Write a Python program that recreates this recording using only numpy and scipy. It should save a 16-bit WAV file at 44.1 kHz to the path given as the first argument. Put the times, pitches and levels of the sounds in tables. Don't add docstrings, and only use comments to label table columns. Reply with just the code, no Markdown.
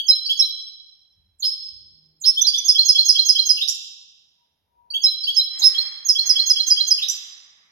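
import sys
import numpy as np
from scipy import signal
from scipy.fft import rfft, irfft
from scipy.io import wavfile
from scipy.ndimage import uniform_filter1d, minimum_filter1d, map_coordinates

SR = 44100
rng = np.random.default_rng(int(sys.argv[2]) if len(sys.argv) > 2 else 0)


def volts(x):
    e = np.asarray(x, float) / 20
    return 10 ** e


def wav_out(sig):
    wavfile.write(sys.argv[1], SR, np.round(np.clip(np.atleast_2d(sig).T, -1, 1) * 32767).astype(np.int16))


N = 340008
PRE = SR // 5
LAG = 7


def score():
    # [s, Hz, dB, dB, dB]
    openers = [
        (-.065, 3290, -3, -25, -16.5),
        (.255, 3314, 1, -19.5, -15.5),
        (4.901, 3314, 2, -26.5, -18.5),
        (5.233, 3299, 0.5, -18.5, -17),
    ]
    # [s, Hz, dB, dB, dB]
    twits = [(0.063, 5183, 0, -29, -6), (.371, 5278, 0, -32, -8), (5.016, 5213, -1.2987, -30.5, -6.5),
             (5.344, 5200, 2, -34, -9.5)]
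    # [s, Hz, dB, dB, dB]
    chirps = [(2.367, 6105, -1.1, -14, -9.5), (2.532, 6092, 1.5, -16, -18)]
    # [s, Hz, dB, dB, dB]
    trill_top = [(2.641, 5032, -1, -16, -5.5), (2.844, 5033, -1.5, -13, -5.5),
                 (3.044, 5018, 2.2814, -15.5, -6.5), (3.245, 5009, 2, -15.5, -7.5),
                 (3.449, 4976, 4.5, -18, -9), (6.045, 5065, -2.2752, -17, -7),
                 (6.251, 5007, 1.8087, -18, -8), (6.455, 5010, -2, -14, -7),
                 (6.661, 4919, -3.0649, -13.5, -7), (6.865, 4947, -2.5, -15, -7)]
    # [s, Hz, dB, dB, dB]
    trill_bottom = [(2.746, 4242, -0.41, -12.5, -4), (2.945, 4248, -1.2, -11.5, -5),
                    (3.148, 4195, 1.7, -12.5, -8), (3.348, 4155, 1.5, -14, -9.5),
                    (5.74, 4218, 0.94, -17, -11.5), (6.147, 4254, 0.58, -15.5, -10.5),
                    (6.352, 4234, 1.3, -13, -9.5), (6.557, 4193, 1.5, -15.5, -12),
                    (6.762, 4180, 0.43, -14, -10.5)]
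    # [s, Hz, dB, dB, dB]
    closers = [
        (3.568, 3934, 0, -25.5, -12.5),
        (6.977, 3949, 0.00095, -26.5, -14.5),
    ]
    # [s, Hz, dB, dB, dB]
    shrieks = [
        (3.673, 7147, .7, -15.5, -21.5),
        (7.08, 7331, -.7, -15.5, -21),
    ]
    # [s, Hz, dB, dB, dB]
    wisps = [
        (1.385, 4363, 0.0038, -34.5, -19.5),
        (2.2, 4417, 0.000536, -29, -20.5),
        (5.58, 4314, 0, -22.5, -16),
    ]
    # [s, Hz, dB, dB, dB]
    rings = [
        (2.243, 5296, 0, -32, -7.5),
        (5.623, 5230, 0.33, -28.5, -4),
    ]
    # [s, Hz, dB, dB]
    undertones = [(.085, 2113, 0, -47), (.395, 2132, -0.5, -44), (2.575, 2282, 3, -39),
                  (5.035, 2092, -2, -44.5), (5.365, 2074, -1, -49.5)]
    # [s, Hz, dB, dB]
    drops = [(.107, 4057, -2.012, -8), (.418, 4028, -0.982, -9.5), (5.062, 4034, 1.756, -10),
             (5.392, 4042, -1.795, -9.5)]
    return [
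        (("lead", "buzz"), .033, openers),
        (("tick", "pip"), 0.017183, twits),
        (("drop",), 0, drops),
        (("under",), 0, undertones),
        (("fall", "step"), .036, wisps),
        (("twin", "lift"), 0.0036, [(1.429, 5206, 0.013, -27.5, -20.5)]),
        (("twin", "rise"), 0.0011, rings),
        (("buzz", "flick"), .043, chirps),
        (("mid",), 0, [(2.441, 4139, -1.5, -14.5)]),
        (("dip",), 0, [(2.463, 4773, 3.379, -10.5)]),
        (("high", "dip"), .039, trill_top),
        (("low", "mid"), .037, trill_bottom),
        (("sag", "climb"), .036, closers),
        (("shriek", "squeal"), 0.0038, shrieks),
    ]


def finch():
    # start pitch in Hz, usual final pitch in Hz, glide and length in seconds.
    slides = dict(lead=(3700, 4550, 0.0047, 0.021), buzz=(2694.8, 3300, .02, 0.038631),
              tick=(6550, 6450, 0.01, 0.025), pip=(5400, 5230, 0.021, 0.030847),
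              drop=(3850, 4040, 0.0049, 0.021773), fall=(8700, 6248.3, .028, 0.04),
              step=(3850, 4300, 0.015, 0.017), rise=(4500, 5250, 0.025, .074),
              lift=(4600, 5200, .025, .048), twin=(3600, 3328.6, 0.011, 0.018),
              flick=(4950, 5770, .01, 0.025), high=(6700, 6410.1, .034, .034),
              dip=(6287.1, 5050, .017, 0.036445), low=(2697.5, 3280, .012, 0.03),
              mid=(3829.2, 4200, .013, 0.025107), sag=(3450, 2650, .018, .022),
              climb=(2800, 4000, .03, .034), shriek=(4750, 5850, 0.02, 0.03),
              squeal=(4700, 7200, 0.011, 0.033), under=(2200, 1500, 0.020444, 0.034))
    # rise and fall as shares of length, left-right in dB, room send in dB.
    throws = dict(lead=(.5, .5, -6.5, 4), buzz=(0.46494, 0.1455, -2.2, 0.9078),
              tick=(0.3915, 1.0115, -12, 1.0081), pip=(.5, 0.2318, -7.5, -1),
              drop=(0.355, 0.7747, -3.5, 2.5), fall=(0.7775, 0.6748, -9.5, 1.5),
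              step=(.5, 0.2812, -6.5, 4.5), rise=(0.6511, 0.495, -9.5, -4),
              lift=(0.4144, 0.069, -11.5, 8.5), twin=(0.25, 0.46, 5.1, 2.3),
              flick=(0.6448, 0.5841, -15.5, -1), high=(1.1868, 0.3717, -14, 2), dip=(0.4099, 0.4567, -8, 0),
              low=(0.9106, 0.4554, -4.4, 1), mid=(0.6403, 0.5857, -8.5, 0.5094), sag=(.3, .4, 3, 4.2),
              climb=(0.9809, 0.613, -4.5, 3), shriek=(0.632, .5, -13.5, 3), squeal=(1.0309, 1, -7, 8.5),
              under=(0.8918, 1.5453, -1.5, 2))
    flutters = dict(lead=.03, buzz=.085, tick=.04, pip=.03, drop=.03, fall=.12, step=.32, rise=.07, lift=.08, twin=.35, flick=.2, high=.06, dip=.1, low=.055, mid=.065, sag=.15, climb=.1, shriek=.6, squeal=.55, under=.25)
    # octave, twelfth and air levels in dB.
    tones = dict(lead=(-25, -38.5, -55), buzz=(-27, -31.5, -45), tick=(-27.5, -50, -51.5),
             pip=(-32.5, -41, -42.5), drop=(-27, -34.5, -50), fall=(-21.5, -51.5, -38),
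             step=(-28.5, -41.5, -28.5), rise=(-33, -44.5, -33), lift=(-34, -44, -35.5),
             twin=(-28, -40.5, -16), flick=(-31.5, -50.5, -42), high=(-24, -50, -44), dip=(-29.5, -38, -43),
             low=(-29, -35.5, -45.5), mid=(-29, -39, -44.5), sag=(-30.5, -35, -24.5),
             climb=(-26.5, -30.5, -41.5), shriek=(-24.5, -50.5, -35.5), squeal=(-28.5, -50.5, -35.5),
             under=(-41, -49.5, -32.5))
    room_per_turn = 0.5

    out = np.zeros((3, N + PRE + SR))
    for kinds, gap_s, rows in score():
        for start_s, final_hz, turn_db, *peaks_db in rows:
            tuning = final_hz / slides[kinds[-1]][1]
            for k, (kind, peak_db) in enumerate(zip(kinds, peaks_db)):
                start_hz, end_hz, glide_s, length_s = slides[kind]
                rise, fall, pan_db, room_db = throws[kind]
                note = volts(peak_db) * whistle(length_s, tuning * end_hz, tuning * start_hz, glide_s,
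                                              rise, fall, flutters[kind], *tones[kind])
                half_pan_db = (pan_db - turn_db) / 2
                sends = volts([[half_pan_db], [-half_pan_db], [room_db + room_per_turn * turn_db]])
                first = PRE + round((start_s + k * gap_s) * SR)
                out[:, first:first + len(note)] += sends * note
    return np.array([out[0], np.roll(out[1], LAG)]), out[2]


def whistle(length_s, end_hz, start_hz, glide_s, rise, fall, flutter, octave_db, twelfth_db, air_db):
    t = np.arange(int(length_s * SR)) / SR
    knots = rng.standard_normal((2, 90))
    hiss = np.diff(rng.standard_normal(SR // 10))
    bend, shake = (map_coordinates(k, [t * 600]) for k in knots)

    sliding = np.clip(1 - t / glide_s, 0, 1)
    unsteady_hz = 400 * flutter * (1 + 1.2 * sliding) * bend
    hz = end_hz + (start_hz - end_hz) * sliding ** 1.6 + unsteady_hz
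    phase = 2 * np.pi * np.cumsum(hz) / SR

    opening = np.sin(np.pi / 2 * np.clip(t / length_s / rise, 0, 1))
    closing = np.sin(np.pi / 2 * np.clip((1 - t / length_s) / fall, 0, 1))
    swell = (opening * closing) ** 1.1801

    octave = np.sin(2 * phase)
    twelfth = (3 * hz < SR / 2) * np.sin(3 * phase) + (hz < 3700) * np.sin(4 * phase)
    over = (1 + 2.5 * flutter * shake) * (volts(octave_db) * octave + volts(twelfth_db) * twelfth)
    air = volts(air_db) * (.2 + np.sin(np.pi * sliding)) * hiss[:len(t)]
    return swell * ((1 + flutter * shake) * np.sin(phase) + over + air)


def room(x):
    # frequency in Hz, t60 in seconds.
    decay = [(2000, 1.2), (3200, 1.1669), (4200, 1.0524), (5200, 0.99207), (7000, 0.79), (10000, .62),
             (15000, .4)]
    # delay in seconds, left level in dB, right level in dB.
    walls = [
        (.005, -10.5, -10),
        (.013, -6, -7.5),
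        (0.031, -18, -9),
        (0.061, -17, -13.5),
    ]
    alike, build_s, smear_s = 0.29, 0.0023, 0.005

    a, b = rng.standard_normal((2, 2 * SR))
    pair = [alike * a + np.sqrt(1 - alike ** 2) * b, np.roll(a, LAG)]
    hz, t, z = signal.stft(pair, SR, nperseg=256)
    f, t60_s = np.transpose(decay)
    fade = volts(-60 * t / np.interp(hz, f, t60_s)[:, None])
    tail = signal.istft(z * fade, SR, nperseg=256)[1]
    t = np.arange(tail.shape[1]) / SR
    tail *= 1 - np.exp(-t / build_s)
    tail *= volts([[-11.5], [-6.5]]) / np.linalg.norm(tail[0])

    for delay_s, left_db, right_db in walls:
        spread = (t > delay_s) * np.exp(-abs(t - delay_s) / smear_s)
        scatter = rng.standard_normal(tail.shape) * spread
        tail += volts([[left_db], [right_db]]) * scatter / np.linalg.norm(scatter[0])
    return signal.fftconvolve(x[None], tail, axes=1)


def shuffle_click_and_knocks():
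    # peak in seconds, level in dB, seconds to grow and to fade by 60 dB.
    scuffs = [
        (5.55, -63, .2, 1.2),
        (5.7, -56, .4, 1.7),
        (5.86, -58, .8, .9),
        (6.26, -56, .14, 2),
        (6.44, -60, .6, .4),
        (6.83, -62, 1.2, 2.5),
        (7.25, -68, 2, 3.5),
    ]
    # peak in seconds, level in dB, seconds to grow and to fade by 60
    # dB.
    click_and_knocks = [
        (.001, -63, 0.007041, 0.02578),
        (4.96, -76.5, 1.1727, 1.673),
        (5.63, -49.5, 0.1237, 0.16),
        (6.27, -65.5, .25, 0.927),
    ]
    # frequency in Hz, level in dB.
    scuff_colour = [(500, -42.5), (850, -12.5), (915, -17.5), (1150, -2.5), (1260, -6.5), (1490, -8.5),
                    (1990, 0), (2400, -6), (3120, -28), (5280, -120)]
    # frequency in Hz, level in dB.
    thud_colour = [(71, -35.5), (120, -5.5), (293, -6), (336, -14), (383, -5), (505, -5.5), (950, -1),
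                   (1240, -30), (2090, -120)]

    shuffle = swells(scuffs) * volts(1.5 * wobble(7))
    thud = volts(-92) + swells(click_and_knocks) + volts(-15) * shuffle
    scuffing = volts(3.0) * shuffle * noise(lambda f: colour(scuff_colour, f), -0.15)
    return scuffing + thud * noise(lambda f: colour(thud_colour, f), .86)


def whine():
    # peak in seconds, level in dB, seconds to grow and to fade by 60 dB.
    surges = [
        (3.55, -83.5, 0.652, 1.3),
        (3.97, -78.5, .6, 0.6885),
        (4.416, -72.5, 0.2847, 0.3846),
        (4.8, -61, 0.23, 0.55),
        (4.99, -67, .8, 1),
    ]
    t = np.arange(N) / SR
    tone = [[1.6], [-.5]] * np.sin(2 * np.pi * 955 * t)
    return swells(surges) * (0.55 * noise(resonance(955, 15.278), -.3) + tone)


def hum():
    # peak in seconds, level in dB, seconds to grow and to fade by 60 dB.
    passes = [
        (1.85, -72.5, 0.58, 3.7),
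        (2.44, -73, 3, 1.8),
    ]
    t = np.arange(N) / SR
    lows = volts(-7.5) * noise(resonance(260, 160), 0.9472)
    narrow = .6 * noise(resonance(156, 5), 0.86)
    return swells(passes) * (lows + narrow + 1.3 * np.sin(2 * np.pi * 156 * t))


def rumble():
    # peak in seconds, level in dB, seconds to grow and to fade by 60 dB.
    bumps = [
        (.08, -77, 4, 0.01),
        (.55, -77, 2, 2),
        (1.19, -64.5, 0.1439, 0.6423),
        (1.76, -60, .5, 0.9233),
        (2.4, -83, 0.5, 4.5),
        (5.4, -78, 3.5, 4),
        (6.76, -74.5, 0.7135, 1.5),
    ]
    # frequency in Hz, level in dB.
    rumble_colour = [(12, -49.5), (20, -21.5), (57, -3), (70, 1), (88, 0), (130, -19), (200, -18.5),
                     (260, -52), (440, -120)]
    level = (volts(-90.5) + swells(bumps)) * volts(1.8 * wobble(3.4))
    return level * noise(lambda f: colour(rumble_colour, f), .88)


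def hiss():
    # frequency in Hz, level in dB.
    hiss_colour = [(60, -19), (150, 5.5), (300, -4), (700, -11), (2500, -11), (6000, -17.5), (8000, -23.5),
                   (12000, -18.5), (15500, -22)]
    return volts(-83) * noise(lambda f: colour(hiss_colour, f), .5)


def noise(response, alike):
    spectrum = rfft(rng.standard_normal((2, N))) * response(np.fft.rfftfreq(N, 1 / SR))
    a, b = irfft(spectrum, N)
    turn = np.arccos(np.clip(alike, -1, 1)) / 2
    common, apart = np.cos(turn) * a, np.sin(turn) * b
    pair = np.array([common + apart, common - apart])
    return pair / pair.std()


def resonance(centre_hz, width_hz):
    return lambda f: 1 / (1 + ((f - centre_hz) / width_hz) ** 2)


def swells(rows):
    t = np.arange(N) / SR
    return sum(volts(db - 60 * np.maximum((s - t) / grow_s, (t - s) / fade_s)) for s, db, grow_s, fade_s in rows)


def wobble(rate_hz):
    return map_coordinates(rng.standard_normal(200), [np.arange(N) * rate_hz / SR])


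def colour(points, hz):
    f, db = np.transpose(points)
    return volts(np.interp(np.log(hz + 1), np.log(f + 1), db))


def tinted(x, points):
    return irfft(rfft(x, 2 * N) * colour(points, np.fft.rfftfreq(2 * N, 1 / SR)))[..., :N]


def scene():
    # frequency in Hz, level in dB.
    near_top = [(7500, 0), (10000, -0.2)]
    # frequency in Hz, level in dB.
    echo_top = [(7500, 0.1898), (10000, 1.5)]
    # frequency in Hz, level in dB.
    throat = [(1200, -9.5), (2300, -4.5), (2800, 0)]
    # frequency in Hz, level in dB.
    left_shadow = [(6500, 0.5), (12000, -8.5)]

    near, sent = finch()
    direct = tinted(near[:, PRE:PRE + N], near_top)
    echo = tinted(room(sent)[:, PRE:PRE + N], echo_top)
    left, right = tinted(direct + echo, throat)
    song = np.array([tinted(left, left_shadow), right])
    return song + shuffle_click_and_knocks() + whine() + hum() + rumble() + hiss()


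def top_cut(x):
    return signal.sosfilt(signal.butter(12, 15840, fs=SR, output="sos"), x)


def record(dry):
    # frequency in Hz, level in dB.
    overall_colour = [(2000, 1), (7000, -1), (7500, -7.5), (7900, -23.5), (8600, -5.5), (9600, 0.5), (11500, 7.5),
                      (15000, -2)]
    # frequency in Hz, level in dB.
    bent = [(300, -77.5), (1200, -47.5), (2300, -34), (7000, -32), (10000, -27.5), (15000, -23)]
    top_hz = 15840

    hz = np.fft.rfftfreq(2 * N, 1 / SR)
    products = rfft(dry ** 2, 2 * N) * colour(bent, hz)
    spectrum = (rfft(dry, 2 * N) + products) * colour(overall_colour, hz) * (hz < top_hz)
    heard = irfft(spectrum)[:, :N]
    needed = minimum_filter1d(1 / np.maximum(abs(heard).max(axis=0), 1), size=441)
    return top_cut(heard * uniform_filter1d(needed, size=221))


dry = scene()
out = record(dry)
wav_out(out)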